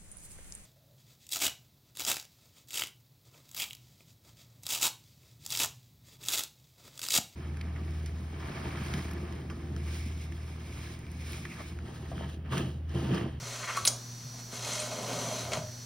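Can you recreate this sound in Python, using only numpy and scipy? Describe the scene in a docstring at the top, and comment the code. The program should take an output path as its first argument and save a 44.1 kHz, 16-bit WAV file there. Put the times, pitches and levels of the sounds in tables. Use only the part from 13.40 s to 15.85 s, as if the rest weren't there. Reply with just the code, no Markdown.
"""A toothed belt rubs through a plastic curtain track on a wooden table in a quiet room.
Dense tiny slips ring the track. The belt's end piece scrapes along, knocks and clicks out of the
mouth; a hand then pulls the belt through until its loose tail whips in and flops on the table.
Mains hum, room air and a thin whine lie behind."""
import sys
import numpy as np
from scipy import signal
from scipy.fft import rfft, irfft
from scipy.io import wavfile

SR = 44100
rng = np.random.default_rng(int(sys.argv[2]) if len(sys.argv) > 2 else 0)


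def master_out(mix):
    """Clip the mix to full scale and print it as 16-bit PCM to the path in sys.argv[1]."""
    frames = np.transpose(np.atleast_2d(mix))
    ceiling = np.clip(frames, -1, 1)
    pcm = np.round(ceiling * 32767).astype(np.int16)
    wavfile.write(sys.argv[1], SR, pcm)


N = 108045
T = np.arange(N) / SR
HZ = np.fft.rfftfreq(8192, 1 / SR)


def amp(db):
    return 10 ** (np.asarray(db) / 20)


def unit_rms(x):
    return x / np.sqrt(np.mean(x ** 2) + 1e-20)


def over_hz(points, hz=HZ):
    """Table interpolated on a log-frequency axis."""
    f, value = np.transpose(points)
    return np.interp(np.log(hz + 1), np.log(f + 1), value)


def envelopes(rows):
    """One gain curve per dB column; silent outside the table."""
    times, *columns = np.transpose(rows)
    return [amp(np.interp(T, times, db, left=-120, right=-120)) for db in columns]


def colour(x, db):
    """Minimum-phase filter; gain given on HZ."""
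    log_gain = np.concatenate([db, db[-2:0:-1]]) * np.log(10) / 20
    response = np.exp(np.conj(signal.hilbert(log_gain)))
    taps = np.fft.ifft(response).real[:len(HZ)]
    return signal.fftconvolve(x, taps)[:len(x)]


def drift(rate_hz):
    """Smooth random wander, unit RMS."""
    f = np.fft.rfftfreq(N, 1 / SR)
    return unit_rms(irfft(rfft(rng.standard_normal(N)) / (1 + (f / rate_hz) ** 4), N))


def fuzzy_tone(hz, width_hz):
    """Narrow noise band; its centre may move."""
    phase = 2 * np.pi * np.cumsum(hz * np.ones(N)) / SR
    return unit_rms(drift(width_hz / 2) * np.cos(phase) + drift(width_hz / 2) * np.sin(phase))


def add(mix, start_s, sound):
    part = mix[max(round(start_s * SR), 0):][:len(sound)]
    part += sound[:len(part)]


def air():
    """Soft room air and a thin whine of steady level and fluttering pitch."""
    # air spectrum: f/Hz, relative level/dB
    spectrum = [(25, -7), (170, 2), (320, -8), (1500, -11.5), (2800, -16), (4300, -10), (6100, -4),
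                (7200, -12.5), (11000, -20.5), (16000, -21.5)]
    # whine tones: f/Hz, RMS flutter/Hz, level/dB
    tones = [(4384, 21.5, -60), (5852, 18.2, -54.5), (6020, 69.5, -60.5)]
    whine = np.zeros(N)
    for hz, flutter_hz, db in tones:
        phase = 2 * np.pi * np.cumsum(hz + flutter_hz * drift(rate_hz=101)) / SR
        whine += amp(db) * unit_rms(np.cos(phase))
    return whine + amp(-49) * unit_rms(colour(rng.standard_normal(N), over_hz(spectrum)))


def hum():
    """Mains hum; the level wavers by 2 dB."""
    # partials: f/Hz, level/dB
    partials = [(120, -46), (240.3, -59)]
    steady = sum(amp(db) * unit_rms(np.sin(2 * np.pi * (hz * T + rng.random()))) for hz, db in partials)
    return steady * amp(2.0 * drift(rate_hz=8.4))


def room(x):
    """Bright early reflections off things on the table, then a small room's tail."""
    # tail decay: f/Hz, T60/s
    decay = [(600, 0.47), (3000, 0.38), (9000, 0.29), (15000, 0.3)]
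    tail_db, early_db, early_s = -10, -6.5, 0.0051
    t = T[:SR // 2]
    hz, frame_s, spectra = signal.stft(rng.standard_normal(len(t)), SR, nperseg=256)
    fade = 1e-3 ** (frame_s / over_hz(decay, hz)[:, None])
    tail = signal.istft(spectra * fade, SR, nperseg=256)[1][:len(t)]
    tail *= np.minimum(t / early_s, 1)
    early = rng.standard_normal(len(t)) * np.exp(-t / early_s) * (t > .001)
    early = signal.sosfilt(signal.butter(2, 1200, "high", fs=SR, output="sos"), early)
    response = amp(tail_db) * tail / np.linalg.norm(tail) + amp(early_db) * early / np.linalg.norm(early)
    return signal.fftconvolve(x, response)[:N]


def table_bumps():
    """Hands, track and belt bump the table top softly."""
    # bumps: t/s, level/dB, f/Hz, decay/s
    bumps = [(0.017, -35, 148, 0.016), (0.425, -31, 116, 0.023), (.843, -33.5, 138, .02),
             (1.041, -49, 171, 0.021), (2.029, -43.5, 85.8, 0.14), (2.175, -33, 153.5, 0.033),
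             (2.227, -38.5, 98.5, 0.077)]
    rise_s = .006
    swell = 1 - np.exp(-(T / rise_s) ** 2)
    out = np.zeros(N)
    for start_s, db, hz, decay_s in bumps:
        add(out, start_s, amp(db) * swell * np.exp(-T / decay_s) * np.sin(2 * np.pi * hz * T))
    return out


def track_db():
    """The track's response to whatever shakes it."""
    # resonances and notches: f/Hz, width/Hz, gain/dB
    resonances = [(595.5, 25, 7.5), (665, 25, 5.5), (1536, 18, 6), (1714, 260, -4.5), (2627, 105, -6.5),
                  (2800, 51, 1.5), (3258, 57, 5), (3670, 260, -2), (4130, 360, 3.5), (4910, 140, -2),
                  (6104, 130, 6), (6215, 122, 6.5), (6710, 150, 5), (8520, 60, 5.5), (8930, 48, 1.5),
                  (10800, 170, 6.5), (11380, 64, 7.5)]
    return sum(db / (1 + (2 * (HZ - hz) / width_hz) ** 2) for hz, width_hz, db in resonances)


def rub(spectrum):
    """A dense, juddering train of tiny slips rings the track; unit RMS."""
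    slips_per_s, spread_db, judder_db = 7000, 2, 1
    emphasis = 1.295  # rubbing brings out the resonances more than a click does
    slips = (rng.random(N) < slips_per_s / SR) * rng.choice([-1, 1], N)
    size_db = spread_db * np.minimum(rng.exponential(1, N), 5) + judder_db * drift(rate_hz=68.4)
    return unit_rms(colour(slips * amp(size_db), over_hz(spectrum) + emphasis * track_db()))


def run_out():
    """The fast belt makes the track sing; a faint zip sinks as its tail runs through."""
    # singing track: t/s, level/dB
    sing_levels = [(1.66, -68), (1.8, -44.5), (1.97, -48), (2.1, -62)]
    # zip: t/s, f/Hz, level/dB
    zip_path = [(1.84, 4500, -63), (1.989, 3950, -50), (2.07, 3670, -62)]
    times, hz, db = np.transpose(zip_path)
    zip_gain, = envelopes(np.transpose([times, db]))
    sing_gain, = envelopes(sing_levels)
    zip_tone = fuzzy_tone(np.interp(T, times, hz), width_hz=300)
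    return zip_gain * zip_tone + sing_gain * fuzzy_tone(6050, width_hz=260)


def snap_ring(x):
    """The thin ring that a click leaves in the belt's end piece."""
    # modes: f/Hz, gain/dB
    modes = [(3348, 12), (4850, 8), (6132, 4), (9087, 11)]
    t, t60_s = T[:len(HZ)], 0.16
    fade = 1e-3 ** (t / t60_s)
    tones = sum(amp(db) * np.cos(2 * np.pi * hz * t) for hz, db in modes)
    return signal.fftconvolve(x, tones * 2 * fade / fade.sum())[:N]


def clicks():
    """Plastic edges snap past each other; each crack rings the track."""
    # snaps: t/s, energy/dB, centre/Hz, width/octaves, decay/ms
    snaps = [(0.3682, -57, 5000, 1, 6.7), (.451, -58, 11900, 0.88, 3), (0.452, -50, 3060, 0.53, 0.27),
             (0.4543, -47, 9520, 0.13, 6.4), (0.4688, -50, 4900, 0.8, 8.6), (0.473, -56.5, 590, 0.76, 60),
             (0.4746, -41.5, 5860, 0.38, 3.6), (0.4772, -46, 6840, 0.65, 4),
             (1.334, -58.5, 7500, 0.17, 5.6), (1.4003, -58.5, 8400, 0.17, 2.4)]
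    body_db, low_hz, high_hz = -12, 247, 4700
    body = amp(body_db) / (1 + (HZ / high_hz) ** 4) * HZ / (HZ + low_hz)
    out, t = np.zeros(N), T[:len(HZ)]
    for start_s, db, hz, octaves, decay_ms in snaps:
        crack = rng.standard_normal(len(t)) * np.exp(-t * 1000 / decay_ms)
        band = np.exp(-.5 * (np.log2((HZ + 1) / hz) / octaves) ** 2)
        click = colour(crack, 20 * np.log10(band + body + 1e-4) + track_db())
        add(out, start_s, amp(db) * unit_rms(click) / np.sqrt(t[-1]))
    return out + snap_ring(out)


def knock():
    """The end piece knocks in the track's hollow mouth; close modes beat."""
    # mouth modes: f/Hz, relative level/dB, T60/s
    modes = [(1126, -1.5, 0.065), (1310, -11, 0.038), (1128, -20, 0.14), (1305, -16, 0.26)]
    start_s, rise_s, gain_db = .3728, 0.00089, -19.5
    out, t = np.zeros(N), T[:len(HZ)]
    ring = sum(amp(db) * 1e-3 ** (t / t60_s) * np.cos(2 * np.pi * hz * t) for hz, db, t60_s in modes)
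    add(out, start_s, amp(gain_db) * ring * np.minimum(t / rise_s, 1))
    return out


def slaps():
    """The belt slaps the track: a short scrape of teeth and a low ring of the wall."""
    # slaps: t/s, scrape level/dB, ring level/dB, decay/ms
    hits = [(1.362, -68, -35.5, 44), (1.515, -39, -35.5, 15), (1.912, -57, -32.5, 29),
            (2.119, -35, -33.5, 16), (2.133, -30.5, -29, 15), (2.147, -49, -44, 13),
            (2.171, -35, -30.5, 3.7), (2.218, -60, -36, 2.5)]
    # scrape spectrum: f/Hz, relative level/dB
    spectrum = [(350, -9.5), (700, 0.5), (2600, -6.5), (6500, -12), (9000, -16.5), (14000, -45)]
    wall_hz, wall_decay_s = 617, 0.0056
    wall, scrape_gain, t = np.zeros(N), np.zeros(N), T[:2 * len(HZ)]
    for start_s, scrape_db, ring_db, decay_ms in hits:
        contact = np.exp(-t * 1000 / decay_ms)
        add(scrape_gain, start_s, amp(scrape_db) * contact)
        swell = signal.lfilter([1], [1, -np.exp(-1 / (wall_decay_s * SR))], contact)
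        hz = wall_hz * (1 + 0.013 * rng.standard_normal())
        add(wall, start_s, amp(ring_db) * swell / swell.max() * np.sin(2 * np.pi * hz * t))
    return wall + scrape_gain * rub(spectrum)


def sliding():
    """The belt scrapes in, then is pulled out with a hiss over the track's hollow rumble."""
    # push scrape; end piece rasping near the mouth: t/s, level/dB
    push_levels = [(0, -50.5), (.08, -44), (.41, -43.5), (.45, -48.5)]
    rasp_levels = [(0, -54.5), (.225, -47.5), (.245, -37), (.265, -48), (.282, -38), (.307, -35),
                   (.32, -45), (.36, -39), (.39, -41), (.43, -76)]
    # grip and pull: t/s, hiss level/dB, rumble level/dB
    pull_levels = [(.94, -74, -56), (1.0, -48, -61), (1.05, -82, -75), (1.112, -53, -57),
                   (1.135, -44, -44.5), (1.19, -45, -53.5), (1.28, -38.5, -41), (1.41, -38.5, -49),
                   (1.44, -41, -46.5), (1.6, -45.5, -41.5), (1.72, -41, -38.5), (1.9, -41.5, -39),
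                   (2.0, -41.5, -44), (2.105, -51, -41.5), (2.18, -47.5, -40), (2.25, -66, -59.5),
                   (2.36, -79, -80)]
    # rubbing spectra: f/Hz, relative level/dB
    push_spectrum = [(150, -26), (400, 7), (1300, -1.5), (3000, 1), (7200, 0), (10500, -10), (14000, -24)]
    rasp_spectrum = [(400, -33), (1100, -1), (1900, -1), (2600, -7.5), (12000, -48)]
    hiss_spectrum = [(200, -39), (900, 0), (4500, -1), (7000, -2), (9000, -8), (11000, -12), (12500, -18.5),
                     (16000, -37)]
    rumble_spectrum = [(60, -29), (150, 0.5), (260, 5), (310, -7.5), (450, 2.5), (1100, -4.5),
                       (1800, -10.5), (12000, -30)]
    push_gain, = envelopes(push_levels)
    rasp_gain, = envelopes(rasp_levels)
    hiss_gain, rumble_gain = envelopes(pull_levels)
    push = push_gain * rub(push_spectrum) + rasp_gain * rub(rasp_spectrum)
    pull = hiss_gain * rub(hiss_spectrum) + rumble_gain * rub(rumble_spectrum)
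    return push + pull


def scene():
    """Belt and track straight ahead; only reflections, air and whine differ between channels."""
    # side-channel filter: f/Hz, gain/dB
    width = [(100, -13.5), (600, 4), (2000, 2.5), (9000, -4.5), (12500, -34)]
    belt = sliding() + run_out() + clicks() + knock() + slaps()
    mid = belt + room(belt) + table_bumps() + hum() + air()
    side = colour(0.31 * room(belt) + 0.37 * air(), over_hz(width))
    return np.array([mid + side, mid - side])


def record(dry):
    """Steep low-pass at 15.9 kHz."""
    taps = signal.firwin(511, 15900, window=("kaiser", 9), fs=SR)
    return signal.oaconvolve(dry, taps[None], "same", axes=1)


dry = scene()
out = record(dry)
master_out(out)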